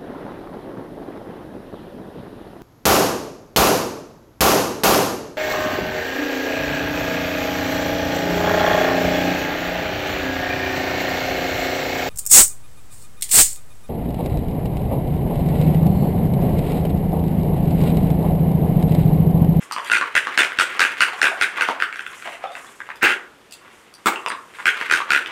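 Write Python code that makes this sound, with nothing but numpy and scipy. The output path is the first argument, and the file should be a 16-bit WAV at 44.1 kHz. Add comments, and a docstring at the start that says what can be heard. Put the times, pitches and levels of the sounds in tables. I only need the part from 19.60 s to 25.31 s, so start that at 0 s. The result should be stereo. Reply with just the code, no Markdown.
"""A cord hisses faintly in the hush of a small live room; then a strap knocks and a steel snap hook jingles:
a retractable dog lead is being jerked about over a parquet floor, close by. Its reel strikes the plastic
case in quick bouts as the catch snags tooth after tooth, and once spins freely with a jolt. The strap
skids, bumps and once slams on the boards. Each impact excites the damped resonances of the body struck,
sliding friction makes dense trains of tiny impulses, and the room adds echoes and a short reverberation."""
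import sys
import numpy as np
from scipy import signal
from scipy.fft import rfft, irfft
from scipy.io import wavfile
from scipy.ndimage import uniform_filter1d, minimum_filter1d

SR = 44100
rng = np.random.default_rng(int(sys.argv[2]) if len(sys.argv) > 2 else 0)


def digitize_waveform(pressure):
    """Quantize a signal to 16-bit integers and store it at the path in sys.argv[1].

    Rows of a 2-D input are taken as channels; values are limited to [-1, 1].
    """
    field = np.atleast_2d(pressure).T
    bounded = np.clip(field, -1, 1)
    quanta = np.round(bounded * 32767).astype(np.int16)
    wavfile.write(sys.argv[1], SR, quanta)


N = 251811
TAPS = 4096  # samples in one impact response


def amp(db):
    """Amplitude ratio of a level in decibels."""
    return 10 ** (np.asarray(db) / 20)


def read(points, hz):
    """Interpolation of (frequency, value) points on a logarithmic frequency axis."""
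    f, value = np.transpose(points)
    return np.interp(np.log(hz + 1), np.log(f + 1), value)


def add(mix, s, sound):
    """Superposition: a sound joins the mix at time s."""
    part = mix[..., max(round(s * SR), 0):][..., :sound.shape[-1]]
    part += sound[..., :part.shape[-1]]


def sides(db):
    """Level-difference panning: positive values lean left."""
    return amp([[db / 2], [-db / 2]])


def coloured(x, spectrum):
    """Linear filtering imposes a spectral envelope; the result has rms 1."""
    shaped = irfft(rfft(x) * amp(read(spectrum, np.fft.rfftfreq(N, 1 / SR))), N)
    return shaped / np.sqrt(np.mean(shaped ** 2) + 1e-20)


def friction(spectrum, grains_per_s=420, spread_db=8):
    """Shot noise: sliding contact is a random train of tiny impulses of uneven size."""
    size = amp(spread_db * np.minimum(rng.exponential(1, N), 4)) * rng.choice([-1, 1], N)
    return coloured(size * (rng.random(N) < grains_per_s / SR), spectrum)


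def strokes(rows, rise_share=.22):
    """Friction noise follows sliding speed, which rises quickly and falls gently."""
    t = np.arange(N) / SR
    return sum(amp(db) * np.sin(np.pi * np.interp((t - s) / length, [0, rise_share, 1], [0, .5, 1]))
               for s, length, db in rows)


def strike(spectrum, modes=(), spot_db=6.5):
    """Impulse response of a resonant body; each spot struck weights the spectrum differently."""
    hz = np.fft.rfftfreq(TAPS, 1 / SR)
    power = np.ones(len(hz))
    for centre, width, db in modes:
        power += amp(db) ** 2 / (1 + (2 * (hz - centre) / width) ** 2)
    spot = np.interp(np.sqrt(hz), np.linspace(0, np.sqrt(hz[-1]), 64), rng.standard_normal(64))
    gain = amp(read(spectrum, hz) + spot_db * spot) * np.sqrt(power)
    log_gain = np.log(np.r_[gain, gain[-2:0:-1]])
    ring = irfft(np.exp(np.conj(signal.hilbert(log_gain)))[:len(hz)])  # minimum phase
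    return ring / np.linalg.norm(ring) * np.sqrt(SR / 2000)


def scuffed(ring, rise_s, chatter):
    """Convolution with a rough contact force: an impulse, then chatter that swells and dies."""
    t = np.arange(512) / SR
    force = rng.standard_normal(len(t)) * t * np.exp(-t / rise_s)
    force *= chatter / np.linalg.norm(force)
    force[0] += 1
    out = signal.fftconvolve(ring, force)[:TAPS]
    return out * np.linalg.norm(ring) / np.linalg.norm(out)


# Cord sliding through its guide: (time [s], duration [s], relative level [dB])
CORD_PULLS = [(0, .06, -46), (.12, .32, -52), (1.52, 0.39, -46), (2.42, .42, -46.5), (2.88, .42, -48),
              (4.1, 0.17, -55), (4.36, 0.79, -53.5), (4.9, .45, -53.5)]
# Spectrum of that friction: (frequency [Hz], gain [dB])
HISS_SPECTRUM = [(500, -27), (3000, -35), (5200, -9), (7500, -3), (9500, -6), (12000, -11), (15500, -25)]
def cord_hiss(level_db=-3):
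    """Sliding friction in the guide: the impulses come so densely that they fuse into a hiss."""
    return amp(level_db) * friction(HISS_SPECTRUM, grains_per_s=6000) * strokes(CORD_PULLS)


# Chatter and rubbing of the running cord: (time [s], relative level [dB])
CORD_RUN = [(0, -44), (.15, -41.5), (.3, -34), (1.05, -34), (1.38, -27.5), (1.8, -32.5), (2.12, -29.5),
            (2.3, -47), (2.42, -35.5), (2.6, -42.5), (3, -40), (3.2, -46), (3.58, -47), (3.72, -63),
            (4.05, -52), (4.85, -56.5), (5.1, -31), (5.71, -34.5)]
# The strap skidding or swishing: (time [s], duration [s], relative level [dB])
STRAP_SKIDS = [(.19, 0.14, -32.5), (1.95, 0.16, -27.5), (2.61, 0.15, -38.5), (3.6, 0.069, -40),
               (4.0, .26, -50), (4.5, 0.17, -35), (4.925, 0.16, -33.5)]
# Responses of the plastic case and of the boards: (frequency [Hz], gain [dB])
CASE_SPECTRUM = [(60, -43), (200, -19.5), (380, -11.5), (700, -21), (1130, -14), (1420, -3), (2000, -0.5),
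                 (2900, -5.5), (4000, -16.5), (5300, -22.5), (9000, -24.5), (10500, -27), (15500, -36)]
BOARD_SPECTRUM = [(60, -41), (200, -17.5), (700, -11), (1100, 0.5), (1600, -3), (2800, -11), (4000, -22),
                  (8500, -34), (15500, -53)]
def dragging(chatter_db=-5, rub_db=-7, slack_db=1, slack_lead_s=.018, slack_width_s=.057):
    """Forced vibration: the moving cord and strap keep the reel chattering and rub the boards."""
    t = np.arange(N) / SR
    body = amp(chatter_db) * friction(CASE_SPECTRUM) + amp(rub_db) * friction(BOARD_SPECTRUM)
    # the cord slackens just before each jerk
    slack = sum(np.exp(-((t - s + slack_lead_s) / slack_width_s) ** 2) for s, *_ in REEL_JERKS)
    running = amp(np.interp(t, *np.transpose(CORD_RUN)) - slack_db * slack)
    return body * np.hypot(running, strokes(STRAP_SKIDS))


# Likeness of the room's field at two points: (frequency [Hz], coherence [1])
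ROOM_COHERENCE = [(100, 0.59), (500, 0.8), (1500, 0.38), (3000, 0.57), (5000, 0.042), (8000, 0.6),
                  (12000, 0.83)]
# Its imbalance: (frequency [Hz], left minus right [dB])
ROOM_BALANCE = [(60, 2), (250, 2.3), (550, 6.7), (1400, 2.4), (2400, 0.54), (4500, 2.5), (9000, 0.5)]
def diffuse(a, b, hz):
    """Partial coherence: two independent spectra mix into a diffuse field at two nearby points."""
    coherence = np.clip(read(ROOM_COHERENCE, hz), -1, 1)
    lean = amp(read(ROOM_BALANCE, hz) / 2)
    return np.array([a * lean, (coherence * a + np.sqrt(1 - coherence ** 2) * b) / lean])


# Background noise of the room: (frequency [Hz], relative spectral density [dB])
HUSH_SPECTRUM = [(15, -51), (25, -13), (394, 0), (624, -5), (1740, -7), (2280, -9.5), (3430, -10.5),
                 (3920, -15), (5430, -17.5), (8590, -21), (14400, -29), (16000, -44)]
def hush(level_db=-50.5):
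    """Stationary diffuse noise: the steady hush of the room."""
    a, b = rfft(rng.standard_normal((2, N)))
    field = irfft(diffuse(a, b, np.fft.rfftfreq(N, 1 / SR)), N)
    return amp(level_db) * coloured(field, HUSH_SPECTRUM)


# The strap's end landing:
# (time [s], relative level [dB], resonance [Hz], resonance height [dB], left minus right [dB])
STRAP_KNOCKS = [(.112, -10, 884, 12, 5), (0.1638, -7, 1170, 3, 5), (0.1839, -9, 1500, -1, -5),
                (0.4125, -3, 1180, 5, 7), (0.421, -8.5, 1130, 16, -2), (0.671, -4.5, 1168, -13, 4),
                (1.532, -21.5, 1200, 13, 2), (2.087, -5, 2160, -8, -1), (2.0883, -2, 660, 15, 5),
                (2.675, -16, 740, 11, 3), (3.046, -24, 1170, 9, -1), (3.204, -14, 1870, 16.5, 1),
                (3.290, -17, 1230, 19, 4), (3.303, -16.5, 2280, 40, -10), (4.559, -11, 2720, 23, 2),
                (4.6623, -4.5, 1220, -13, 2.5), (4.703, -7, 1150, 1, 3), (4.72, -9.5, 1120, -7, 11),
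                (5.2128, -7, 1163, -22, 5), (5.4034, -7.5, 1160, 14, 12)]
def knocks(level_db=-4, width_hz=240):
    """Impact excitation: each spot of the boards answers the strap with its own resonance."""
    out = np.zeros((2, N))
    for s, db, hz, height_db, pan_db in STRAP_KNOCKS:
        ring = strike(BOARD_SPECTRUM, [(hz, width_hz, height_db)], spot_db=3)
        add(out, s, amp(db + level_db) * sides(pan_db) * scuffed(ring, rise_s=.00042, chatter=.62))
    return out


# Touches of the hook: (time [s], relative level [dB], favoured partial [Hz], its height [dB])
HOOK_JINGLES = [(.113, -31, 4710, 22), (0.123, -16.5, 4760, 25), (.247, -26.5, 4730, 14),
                (.274, -27, 8600, 15), (2.871, -30, 3490, 36), (2.92, -35, 3660, 28),
                (3.067, -35.5, 3450, 32), (3.358, -36, 12900, 25), (3.486, -33, 12400, 24),
                (3.911, -34, 4780, 10), (3.924, -26, 4270, 13), (3.94, -34, 11000, 32),
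                (4.34, -31, 15100, 19), (4.462, -15.5, 15050, 16), (4.48, -30, 8430, 12),
                (4.685, -21, 4830, 13)]
# Broad response of the steel: (frequency [Hz], gain [dB])
STEEL_SPECTRUM = [(500, -77), (2500, -9.5), (4000, -9.5), (9000, -9), (15500, -37)]
# Its modes: (frequency [Hz], bandwidth [Hz], height [dB])
STEEL_MODES = [(3380, 140, 10.4), (4740, 120, 12), (5959, 31, 2.3), (8200, 60, 7.6), (9200, 88, 7),
               (10140, 52, 4.5), (11300, 60, 14), (13000, 110, 18), (15100, 90, 25)]
def hook(level_db=-1, width_hz=38):
    """Free vibration: the snap hook rings in high inharmonic modes; each touch favours one partial."""
    out = np.zeros(N)
    for s, db, hz, height_db in HOOK_JINGLES:
        add(out, s, amp(db + level_db) * strike(STEEL_SPECTRUM, STEEL_MODES + [(hz, width_hz, height_db)]))
    return out


# Spectrum of the catch's snap: (frequency [Hz], gain [dB])
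CATCH_SPECTRUM = [(200, -11.5), (1200, 2.5), (2600, -3), (3500, 3), (5200, -3), (7000, -3), (9000, -0.5),
                  (10500, -12.5), (13000, -12.5), (15500, -49)]
# Modes of the case: (frequency [Hz], bandwidth [Hz], height [dB])
PLASTIC_MODES = [(1498, 180, 12), (2575, 160, 5), (9330, 130, 8)]
def clack(blow_db, snap_db, lag_s, detune=.039):
    """Double impact: the catch snaps, then the reel lands on the case, whose damped modes ring briefly."""
    tune = np.exp(detune * rng.standard_normal())
    modes = [(hz * tune, width, db) for hz, width, db in PLASTIC_MODES]
    snap = scuffed(strike(CATCH_SPECTRUM, spot_db=1.5), rise_s=.0008, chatter=4)
    blow = scuffed(strike(CASE_SPECTRUM, modes, spot_db=3.5), rise_s=.00029, chatter=.47)
    out = amp(snap_db) * snap
    add(out, lag_s, amp(blow_db) * blow)
    return out


# Jerks on the reel: (time [s], tooth period [s], teeth [count], relative blow level [dB],
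# relative snap level [dB], blow fade per tooth [dB])
REEL_JERKS = [(.317, 0.018, 4, 0.5, -18, 3.5), (0.5534, .0118, 3, 0, -16, 4), (.777, .0143, 6, 2, -13, 3),
              (0.9883, 0.011, 4, -.5, -16, 4), (1.195, 0.011, 6, -1, -15, 1.5),
              (1.407, 0.014, 2, 3, -13, 0), (1.6169, 0.013, 5, 0, -16, 1),
              (1.8131, 0.0098, 4, -0.5, -19, 4), (2.0103, .0111, 2, -3, -23, 2),
              (5.057, .011, 4, -1, -21, 1.5), (5.3127, .0122, 6, -1, -16.5, 3),
              (5.5058, 0.014, 6, -1, -18, 1.5)]
def ratchet(jitter_s=.0005, blow_spread_db=2, snap_spread_db=3.5, snap_fade_db=3):
    """Ratchet action: a jerk drags a few teeth over the catch; the blows fade after the second."""
    rows = []
    for s, period, count, blow_db, snap_db, fade_db in REEL_JERKS:
        for k in range(round(count)):
            late, strong, sharp = rng.uniform(-1, 1, 3) * min(k, 1)
            rows.append((s + k * period + jitter_s * late,
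                         blow_db - fade_db * max(k - 1, 0) + blow_spread_db * strong,
                         snap_db - snap_fade_db * k + snap_spread_db * sharp))
    return rows


def spin(start_s=3.412, length_s=.115, teeth_per_s=230, rise_s=.016, rise_db=24, fade_db_per_s=95):
    """Free rotation against the catch: a fast, uneven impact train that swells and decays exponentially."""
    age = np.arange(0, length_s, 1 / teeth_per_s)
    times = start_s + age + .2 * rng.standard_normal(len(age)) / teeth_per_s
    blow_db = -3 - rise_db * np.maximum(1 - age / rise_s, 0) - fade_db_per_s * np.maximum(age - rise_s, 0)
    snap_db = blow_db - 26
    return list(zip(times, blow_db, snap_db))


# Single clacks of the reel, alone or just ahead of a jerk:
# (time [s], relative blow level [dB], relative snap level [dB])
SINGLE_CLACKS = [(0.2995, -8, -43), (0.9203, -17, -48), (2.2019, -11, -52), (2.2232, -0.5, -29),
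                 (2.327, -16.5, -39), (2.3587, -20, -35), (2.3935, -13.5, -58), (2.4086, -22, -37),
                 (2.4652, -15.5, -48), (2.624, -22.5, -52), (2.953, -19, -46), (5.2993, -7.5, -40),
                 (5.6608, -15, -57)]
def reel(blow_gain_db=.5, snap_gain_db=8, lag_s=.0013):
    """A rattle is a sum of impacts: single clacks, and one for each tooth of a jerk or the spin."""
    spinning = spin()
    out = np.zeros(N)
    for s, blow_db, snap_db in [*ratchet(), *SINGLE_CLACKS, *spinning]:
        add(out, s - lag_s, clack(blow_db + blow_gain_db, snap_db + snap_gain_db, lag_s))
    return out


# Bumps on wood: (time [s], relative level [dB])
WOOD_BUMPS = [(1.533, -23), (1.716, -18), (2.076, -28), (2.657, -25.5), (2.675, -23), (2.84, -14.5)]
# Broad response of the wood: (frequency [Hz], gain [dB])
WOOD_SPECTRUM = [(100, -45), (400, -25.5), (700, -13.5), (1100, -20.5), (1600, -20.5), (3500, -35.5),
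                 (12000, -83)]
# Its modes: (frequency [Hz], bandwidth [Hz], height [dB])
HOLLOW_MODES = [(692, 39, 18.4), (765, 21, 17), (1306, 23, 11.5), (1890, 26, 7)]
def bumps(level_db=3):
    """Modal resonance: a few narrow modes make struck wood sound hollow."""
    out = np.zeros((2, N))
    for s, db in WOOD_BUMPS:
        add(out, s, amp(db + level_db) * sides(4.7) * strike(WOOD_SPECTRUM, HOLLOW_MODES))
    return out


# Heavy thuds: the reel jolting as it spins, then the strap slamming down:
# (time [s], relative level [dB], crack offset [dB])
HEAVY_THUDS = [(3.430, -9, 0), (3.441, -10, -24), (3.457, -19, -26), (4.459, -5.5, 4.5),
               (4.468, -12.5, 7.5), (4.474, -13.5, 7.5), (4.485, -14, -4)]
# Spectra of their two parts: (frequency [Hz], gain [dB])
THUD_SPECTRUM = [(40, -24), (110, -27), (190, -10), (370, -1.5), (560, -13), (900, -4.5), (1600, -15.5),
                 (5000, -29.5)]
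CRACK_SPECTRUM = [(100, -56), (650, -14.5), (920, 4.5), (1350, 0.5), (1700, -8.5), (2150, -4.5),
                  (3200, -20), (6000, -23), (8500, -13.5), (10000, -35), (15500, -24)]
def thuds(thud_db=1):
    """Momentum transfer: the jolting reel or the slamming strap gives a low thud and a sharp crack."""
    out = np.zeros((2, N))
    for s, db, crack_db in HEAVY_THUDS:
        crack = amp(crack_db) * scuffed(strike(CRACK_SPECTRUM, spot_db=.9), rise_s=.00094, chatter=.78)
        thud = amp(thud_db) * strike(THUD_SPECTRUM, spot_db=2)
        add(out, s, amp(db) * sides(6.2) * (thud + crack))
    return out


# Reverberation time: (frequency [Hz], time to fall 60 dB [s])
DECAY_TIMES = [(150, 0.1), (400, 0.485), (1100, 0.4767), (2800, 0.2376), (7500, 0.3066), (15000, 0.2)]
# What curtains and boards reflect: (frequency [Hz], gain [dB])
REFLECTED_SPECTRUM = [(60, -8), (300, 0.5), (700, 1), (1500, -0.5), (3000, 3.5), (6000, -0.5), (10000, -2),
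                      (15500, -2.5)]
def tail(onset_s=.0062, early_db=5, early_s=.026):
    """Reverberation: dense reflections, strong at first, decay exponentially band by band."""
    shape = (2, SR * 2 // 3)
    reflections = rng.standard_normal(shape) * (rng.random(shape) < .1)
    hz, t, bands = signal.stft(reflections, SR, nperseg=256)
    hz = hz[:, None]
    decay_db = early_db * np.exp(-(t / early_s) ** 2) - 60 * t / read(DECAY_TIMES, hz)
    bands = diffuse(*bands, hz) * amp(read(REFLECTED_SPECTRUM, hz) + decay_db)
    out = signal.istft(bands, SR, nperseg=256)[1]
    out *= np.clip(np.arange(out.shape[1]) / SR / onset_s - .4, 0, 1)
    return out / np.sqrt(np.sum(out ** 2) / 2)


# Echoes from the nearest surfaces: (delay [s], gain [dB])
EARLY_ECHOES = [(.0078, -35), (0.0097, -11), (0.014, -9.5), (.0205, -27.5), (.027, -33)]
def room(x, tails=7, crossfades_per_s=90):
    """Reflection paths depend on position: as the lead swings, its sound passes from tail to tail."""
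    place = np.arange(N) / SR * crossfades_per_s
    out = np.zeros((2, N))
    for k in range(tails):
        away = abs((place - k) % tails - tails / 2)
        share = np.cos(np.pi / 2 * np.minimum(away, 1))
        out += signal.oaconvolve((x * share)[None], tail(), axes=1)[:, :N]
    for s, db in EARLY_ECHOES:
        add(out, s, amp(db) * x)
    return out


def scene():
    """Direct plus reverberant sound: the case is near and to the right, the strap farther off."""
    rattle = reel()
    blows = knocks() + bumps() + thuds()
    steel = hook()
    cord = cord_hiss() + dragging()
    near = rattle + amp(-6) * cord
    direct = np.array([np.roll(near, 2), near]) * sides(-1.6) + blows + steel * sides(1.5)
    into_room = amp(-4.2) * rattle + amp(-2) * blows.mean(0) + amp(1) * steel + amp(-1) * cord
    return direct + room(into_room) + hush()


def record(dry, ceiling=.88, cutoff_hz=15900):
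    """Peak limiting holds the hardest clacks; a low-pass filter then bounds the bandwidth."""
    allowed = np.minimum(1, ceiling / (abs(dry).max(0) + 1e-9))
    held = dry * uniform_filter1d(minimum_filter1d(allowed, size=33), size=33)
    lowpass = signal.firwin(255, cutoff_hz, window=("kaiser", 8), fs=SR)
    return signal.oaconvolve(held, lowpass[None], "same")


dry = scene()
out = record(dry)
digitize_waveform(out)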